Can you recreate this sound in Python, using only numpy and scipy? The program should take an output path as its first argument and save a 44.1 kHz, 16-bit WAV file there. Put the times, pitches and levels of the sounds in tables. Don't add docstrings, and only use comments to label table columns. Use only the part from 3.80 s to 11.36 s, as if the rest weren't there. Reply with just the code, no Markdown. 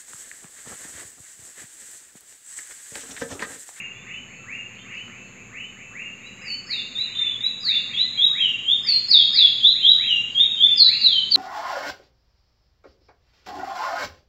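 import sys
import numpy as np
from scipy import signal
from scipy.fft import rfft, irfft, next_fast_len
from scipy.io import wavfile
from scipy.ndimage import uniform_filter1d, minimum_filter1d

SR = 44100
rng = np.random.default_rng(int(sys.argv[2]) if len(sys.argv) > 2 else 0)


def ratio(d):
    e = np.asarray(d, float) / 20
    return 10 ** e


def wav_out(sig):
    wavfile.write(sys.argv[1], SR, np.round(np.clip(np.atleast_2d(sig).T, -1, 1) * 32767).astype(np.int16))


N = 333374
TIME = np.arange(N) / SR


def walk(rate_hz):
    k = int(SR / rate_hz)
    held = np.repeat(rng.standard_normal(N // k + 1), k)
    return 1.3 * uniform_filter1d(uniform_filter1d(held, k), k)[:N]


def noise(points, db):
    size = next_fast_len(N)
    hz, gain_db = np.transpose(points)
    bins_hz = np.arange(1, size // 2 + 2) * SR / size
    shape_db = np.interp(np.log(bins_hz), np.log(hz), gain_db, -200, -200)
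    x = irfft(rfft(rng.standard_normal(size)) * ratio(shape_db), size)[:N]
    return x * ratio(db) / np.std(x)


def add(out, x, s):
    i = int(round(s * SR))
    x = x[max(-i, 0):N - i]
    out[max(i, 0):max(i, 0) + len(x)] += x


def whistle(hz, db, edge_s, overtones_db=()):
    t = np.arange(len(hz)) / SR
    phase = 2 * np.pi * np.cumsum(hz) / SR
    tone = ratio(db) * np.sin(phase)
    upper_db = .45 * db + 11 * np.log2(hz / 4000)
    for number, partial_db in enumerate(overtones_db, 2):
        audible = number * hz < .45 * SR
        tone += ratio(partial_db + upper_db) * np.sin(number * phase) * audible
    return np.sqrt(2) * tone * np.clip(np.minimum(t, t[-1] - t) / edge_s, 0, 1)


def space(t60_s, wet_db, build_s, walls):
    t = np.arange(SR) / SR
    tail = rng.standard_normal(SR) * (1 - np.exp(-t / build_s)) * np.exp(-np.log(1000) * t / t60_s)
    tail *= ratio(wet_db) / np.sqrt(np.sum(tail ** 2))
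    tail[0] = 1
    for delay_s, db in walls:
        tail[int(delay_s * SR)] = ratio(db)
    return tail


# (steepest moment t/s, settling time t/s, first f/Hz, last f/Hz, peak level/dB)
STEPS = [
    (2.662, .015, 5030, 4467, -30),
    (5.074, 0.019, 5100, 4230, -17),
]
PLUNGES = [
    (2.906, .013, 5146, 3786, -27),
    (5.313, .02, 5205, 3582, -12.5),
    (5.56, .024, 5187, 3560, -13),
]
DIVES = [
    (6.986, .019, 5173, 3950, -13.5),
    (7.53, .03, 4923, 3482, -11),
]
SLIDES = [
    (3.858, .025, 4940, 3553, -22),
    (7.243, .045, 4897, 3030, -16),
]
RISES = [
    (4.176, 0.023, 3240, 4097, -20),
    (4.416, .016, 3263, 3880, -15.5),
    (4.892, .016, 3136, 3666, -15.5),
    (5.847, 0.023, 3148, 4082, -9),
    (6.062, .018, 3128, 3943, -6.5),
    (6.59, .015, 3240, 3770, -11),
    (6.814, .014, 3133, 3593, -13),
]
LILTS = [
    (3.17, .032, 3426, 4092, -24.5),
    (3.624, .032, 3493, 4060, -25),
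]
SAGS = [
    (4.628, 0.031, 3360, 2777, -21),
    (6.291, .018, 3320, 2814, -18.5),
]
ARCHES = [
    (3.357, .012, 3480, 3680, -27.5),
]
# (onset, steepest moment, end level/dB re peak)
MANNERS = [
    ((.048, .065, 2.2, .026, .1), (-21, -13, -3)),
    ((.041, .09, 1.2, .045, 1.9), (-20, -5.5, -12)),
    ((.029, .08, 1.8, .02, .1), (-14, -4, -1.5)),
    ((.056, .08, 1.9, .04, .3), (-15, -2, -11)),
    ((.044, .045, .9, .025, .2), (-21, -6, -9)),
    ((.02, .055, .7, .045, .1), (-7, -6, -9)),
    ((.056, .08, 1.6, .012, .6), (-14, -1.1, -10)),
]
ARCH_MANNER = ((.012, .175, 1.5, .035, -7.2), (-14, -9, -7))
# (f/Hz, level/dB)
THROAT = [(2700, -4), (3300, 1.16), (4300, -1.7), (4800, -5), (5300, -13)]
OVERTONES_DB = (-64, -66, -77, -64)


def glides(out):
    tremble, flutter_db = 1 + .0033 * walk(150), 4 * walk(90)
    kinds = STEPS, PLUNGES, DIVES, SLIDES, RISES, LILTS, SAGS, ARCHES
    for notes, (timing, swell_db) in zip(kinds, MANNERS + [ARCH_MANNER]):
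        lead, hold, more, swell, drift = timing
        onset_db, turn_db, end_db = swell_db
        for s, settle, first_hz, last_hz, db in notes:
            t = np.arange(-lead, hold + more * settle, 1 / SR)
            moved = np.exp(-np.exp(-t / settle)) + drift * np.maximum(t, 0)
            hz = (first_hz + (last_hz - first_hz) * moved) * np.interp(s + t, TIME, tremble)
            level_db = db + np.interp(t, [-lead, 0, swell, t[-1]], [onset_db, turn_db, 0, end_db])
            level_db += np.interp(hz, *np.transpose(THROAT)) + np.interp(s + t, TIME, flutter_db)
            add(out, whistle(hz, level_db, .005, OVERTONES_DB), s - lead)


# (t/s,
# length t/s, first f/Hz, last f/Hz, level/dB)
TRIES = [(.13, .09, 3400, 3540, -62), (.2, .17, 3520, 3480, -66), (.47, .1, 4400, 4330, -69),
         (.94, .08, 4340, 4350, -70), (.98, .06, 3455, 3650, -60), (1.43, .08, 4350, 4300, -74),
         (1.85, .07, 3530, 3700, -69), (1.85, .1, 4400, 4400, -75), (2.31, .08, 4350, 4350, -73),
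         (1.045, .04, 7460, 7700, -66), (2.11, .05, 7450, 7600, -71), (3.27, .04, 7470, 7600, -69),
         (4.33, .06, 2140, 2500, -51), (2.415, .045, 3700, 3810, -62), (2.457, .03, 3890, 3970, -49),
         (.59, .09, 1360, 1290, -61), (6.885, .065, 3570, 3480, -21), (4.48, .05, 1050, 1150, -56),
         (6.29, .12, 5880, 5560, -58), (4.61, .12, 5900, 5560, -63)]
# (t/s, length t/s, first f/Hz, last f/Hz, level/dB)
HALVES = [
    (4.17, .06, 5350, 6050, -65),
    (4.18, .06, 9200, 10100, -72),
    (4.2, .05, 13900, 14100, -75),
    (4.18, .15, 1950, 2050, -53),
]


def tries(out):
    for s, length, first_hz, last_hz, db in TRIES + HALVES:
        add(out, whistle(np.linspace(first_hz, last_hz, int(length * SR)), db, .0064), s)


# (t/s, f/Hz, level/dB)
TICKS = [(.271, 4200, -57), (.73, 4800, -54), (.955, 3900, -51), (1.147, 4800, -47.5), (1.181, 4330, -46),
         (1.257, 4330, -49.5), (1.28, 1380, -33.5), (2.473, 4830, -48), (2.567, 5000, -53.5),
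         (3.293, 5000, -51), (3.605, 4450, -49.5), (5.093, 5600, -44), (5.15, 5420, -44.5),
         (6.535, 4480, -41), (6.755, 4700, -41), (6.866, 4700, -42), (7.047, 5600, -42.5)]


def claws(out):
    t = np.arange(SR // 50) / SR
    for s, hz, db in TICKS:
        add(out, ratio(db) * np.sin(2 * np.pi * hz * t) * np.exp(-t / .001), s)


# (delay t/s, level/dB)
CAGE_WALLS = [(.0031, -8), (.0074, -9), (0.0125, -10), (.019, -2)]


def finch():
    out = np.zeros(N)
    glides(out)
    tries(out)
    claws(out)
    room = space(.76, -1, .0081, CAGE_WALLS)
    return signal.fftconvolve(out, room)[:N]


# (f/Hz, level/dB per Hz)
SPLASH = [(3900, -12), (4300, 0), (4900, -2), (5300, -10), (5900, -14), (6100, -30)]


def song_hiss(song):
    strength = np.sqrt(uniform_filter1d(song ** 2, size=9000) + 1e-12)
    patches_db = 4 * walk(16)
    return strength * ratio(patches_db) * noise(SPLASH, -47)


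# (lead t/s, length t/s, first f/Hz, top f/Hz, delays of two walls t/s)
SWEEPS = [
    (-.012, .132, 1020, 2810, .042, .09),
    (-.008, .138, 1000, 3010, .036, .09),
    (-.025, .13, 1000, 2650, .035, .08),
    (.003, .11, 1100, 2870, .045, .1),
    (-.005, .13, 1100, 3170, .035, .08),
    (-.005, .135, 1000, 2640, .04, .08),
]
# (f/Hz, level/dB)
SAC = [(1000, -14), (1250, -17.5), (1550, -17), (2000, -3), (2450, -0.1), (2800, -1.04), (3200, -2.5)]
# (call level/dB, first wall level/dB, second wall level/dB)
FROG_DB = [(-37, -4, -17), (-44, 2, -8), (-46, -3, -12), (-47.5, -3, -8), (-51.5, 3, -11.5),
           (-43, -8.5, -14)]
# (t/s, level/dB)
NEAR_CALLS = [
    [(-.105, -0.5), (.644, -0.5), (2.113, -1), (2.852, -1.5), (3.838, 1), (4.512, 1.3), (5.507, -1),
     (6.156, 0), (7.045, 0.5)],
    [(.228, 1.7), (1.062, 1.8), (1.692, 2.7), (2.591, 2.5), (3.355, 1), (4.055, 1), (5.009, 2.5)],
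    [(.456, -2.5), (1.275, -2), (1.939, -1.5), (3.571, -1), (4.3, -3), (5.297, -2), (6.565, -3)],
]
FAR_CALLS = [
    [(.065, -11), (.19, -4), (1.005, 0), (2.365, -1), (2.536, -0.5), (3.14, 2), (5.253, 0.5), (5.909, 1.5),
     (6.821, 1.5)],
    [(.875, -2), (3.235, 3.5)],
    [(1.5, -7.5), (4.03, -11)],
]


def frogs():
    out = np.zeros(N)
    for sweep, levels, calls in zip(SWEEPS, FROG_DB, NEAR_CALLS + FAR_CALLS):
        lead, length, first_hz, top_hz, *delays = sweep
        db, *walls_db = levels
        turn = np.minimum(np.arange(0, length + .014, 1 / SR) / length, 1) ** 1.15
        hz = first_hz + (top_hz - first_hz) * np.sin(np.pi / 2 * turn)
        call = whistle(hz, db + np.interp(hz, *np.transpose(SAC)), .012)
        call = signal.fftconvolve(call, space(.06, -5, .002, []))[:SR // 4]
        yard = space(.9, 3, .008, zip(delays, walls_db))
        heard = signal.fftconvolve(call, yard)
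        for s, call_db in calls:
            add(out, heard * ratio(call_db), s + lead)
    return out


# (number, rms level/dB)
WHINE = [(38, -83), (39, -73), (40, -72), (41, -64), (42, -66), (43, -64.5), (44, -70), (45, -72),
         (46, -66.5), (47, -75), (48, -89), (49, -93), (50, -97), (51, -96)]


def whine():
    phase = 2 * np.pi * np.cumsum(160.27 * (1 + .0005 * walk(1.5))) / SR
    out = np.zeros(N)
    for k, db in WHINE:
        spread = .16 * (k - 43) ** 2
        level = np.sqrt(2) * ratio(db + 1.5 * walk(6))
        out += level * np.sin(k * phase + spread + .25 * walk(6))
    rasp = noise([(5800, -22), (6200, -13), (6700, -1), (7000, 0), (7400, -3), (7700, -13), (8300, -24)], -64)
    return ratio(3) * out + rasp * (1 + .29 * np.sin(phase))


# (f/Hz, rms level/dB)
HUM = [(59.2, -66.5), (118.4, -62), (193.8, -60.5), (360.7, -67), (387.6, -73.5), (506.0, -67.5)]
# (f/Hz, level/dB per Hz)
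HOUSE = [(25, -41.5), (42, -10.5), (81, -12.5), (108, -0.5), (166, -4), (198, -3), (243, -0.5),
         (319, -12.5), (353, -10), (433, -11.5), (499, -11.5), (629, -16), (900, -16.5), (1170, -44.5),
         (1980, -120)]


def house():
    out = noise(HOUSE, -51)
    for hz, db in HUM:
        level = np.sqrt(2) * ratio(db + 2 * walk(5.2))
        out += level * np.sin(2 * np.pi * hz * TIME + .5 * walk(1.4))
    return out


# (f/Hz, level/dB per Hz)
NIGHT = [(530, -49.5), (900, -25), (1020, -12.5), (1400, -14.5), (2560, -8), (2700, -6), (3230, -22),
         (4260, -26), (4910, -32), (6380, -67.5), (10800, -120)]


def far_chorus():
    return ratio(.75 * walk(2.8)) * noise(NIGHT, -52)


# (f/Hz, level/dB per Hz)
HISS = [(4800, 6), (5300, 8), (5900, 5), (8100, 4), (8500, -1), (12000, 0), (15000, 1.5), (15800, 2)]


def phone_hiss():
    return noise(HISS, -76.3)


def scene():
    song = finch()
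    background = house() + far_chorus() + phone_hiss()
    return (song + song_hiss(song) + frogs() + whine() + background)[None]


def top_cut(x):
    return signal.sosfilt(signal.butter(12, 15720, fs=SR, output="sos"), x)


def record(dry):
    dry = signal.sosfilt(signal.butter(4, 47, "high", fs=SR, output="sos"), dry)
    gain = np.minimum(1, .85 / (np.abs(dry) + 1e-9))
    gain = minimum_filter1d(gain, size=801)
    gain = uniform_filter1d(uniform_filter1d(gain, size=400), size=400)
    mix = dry * gain - .0007
    return top_cut(mix)


dry = scene()
out = record(dry)
wav_out(out)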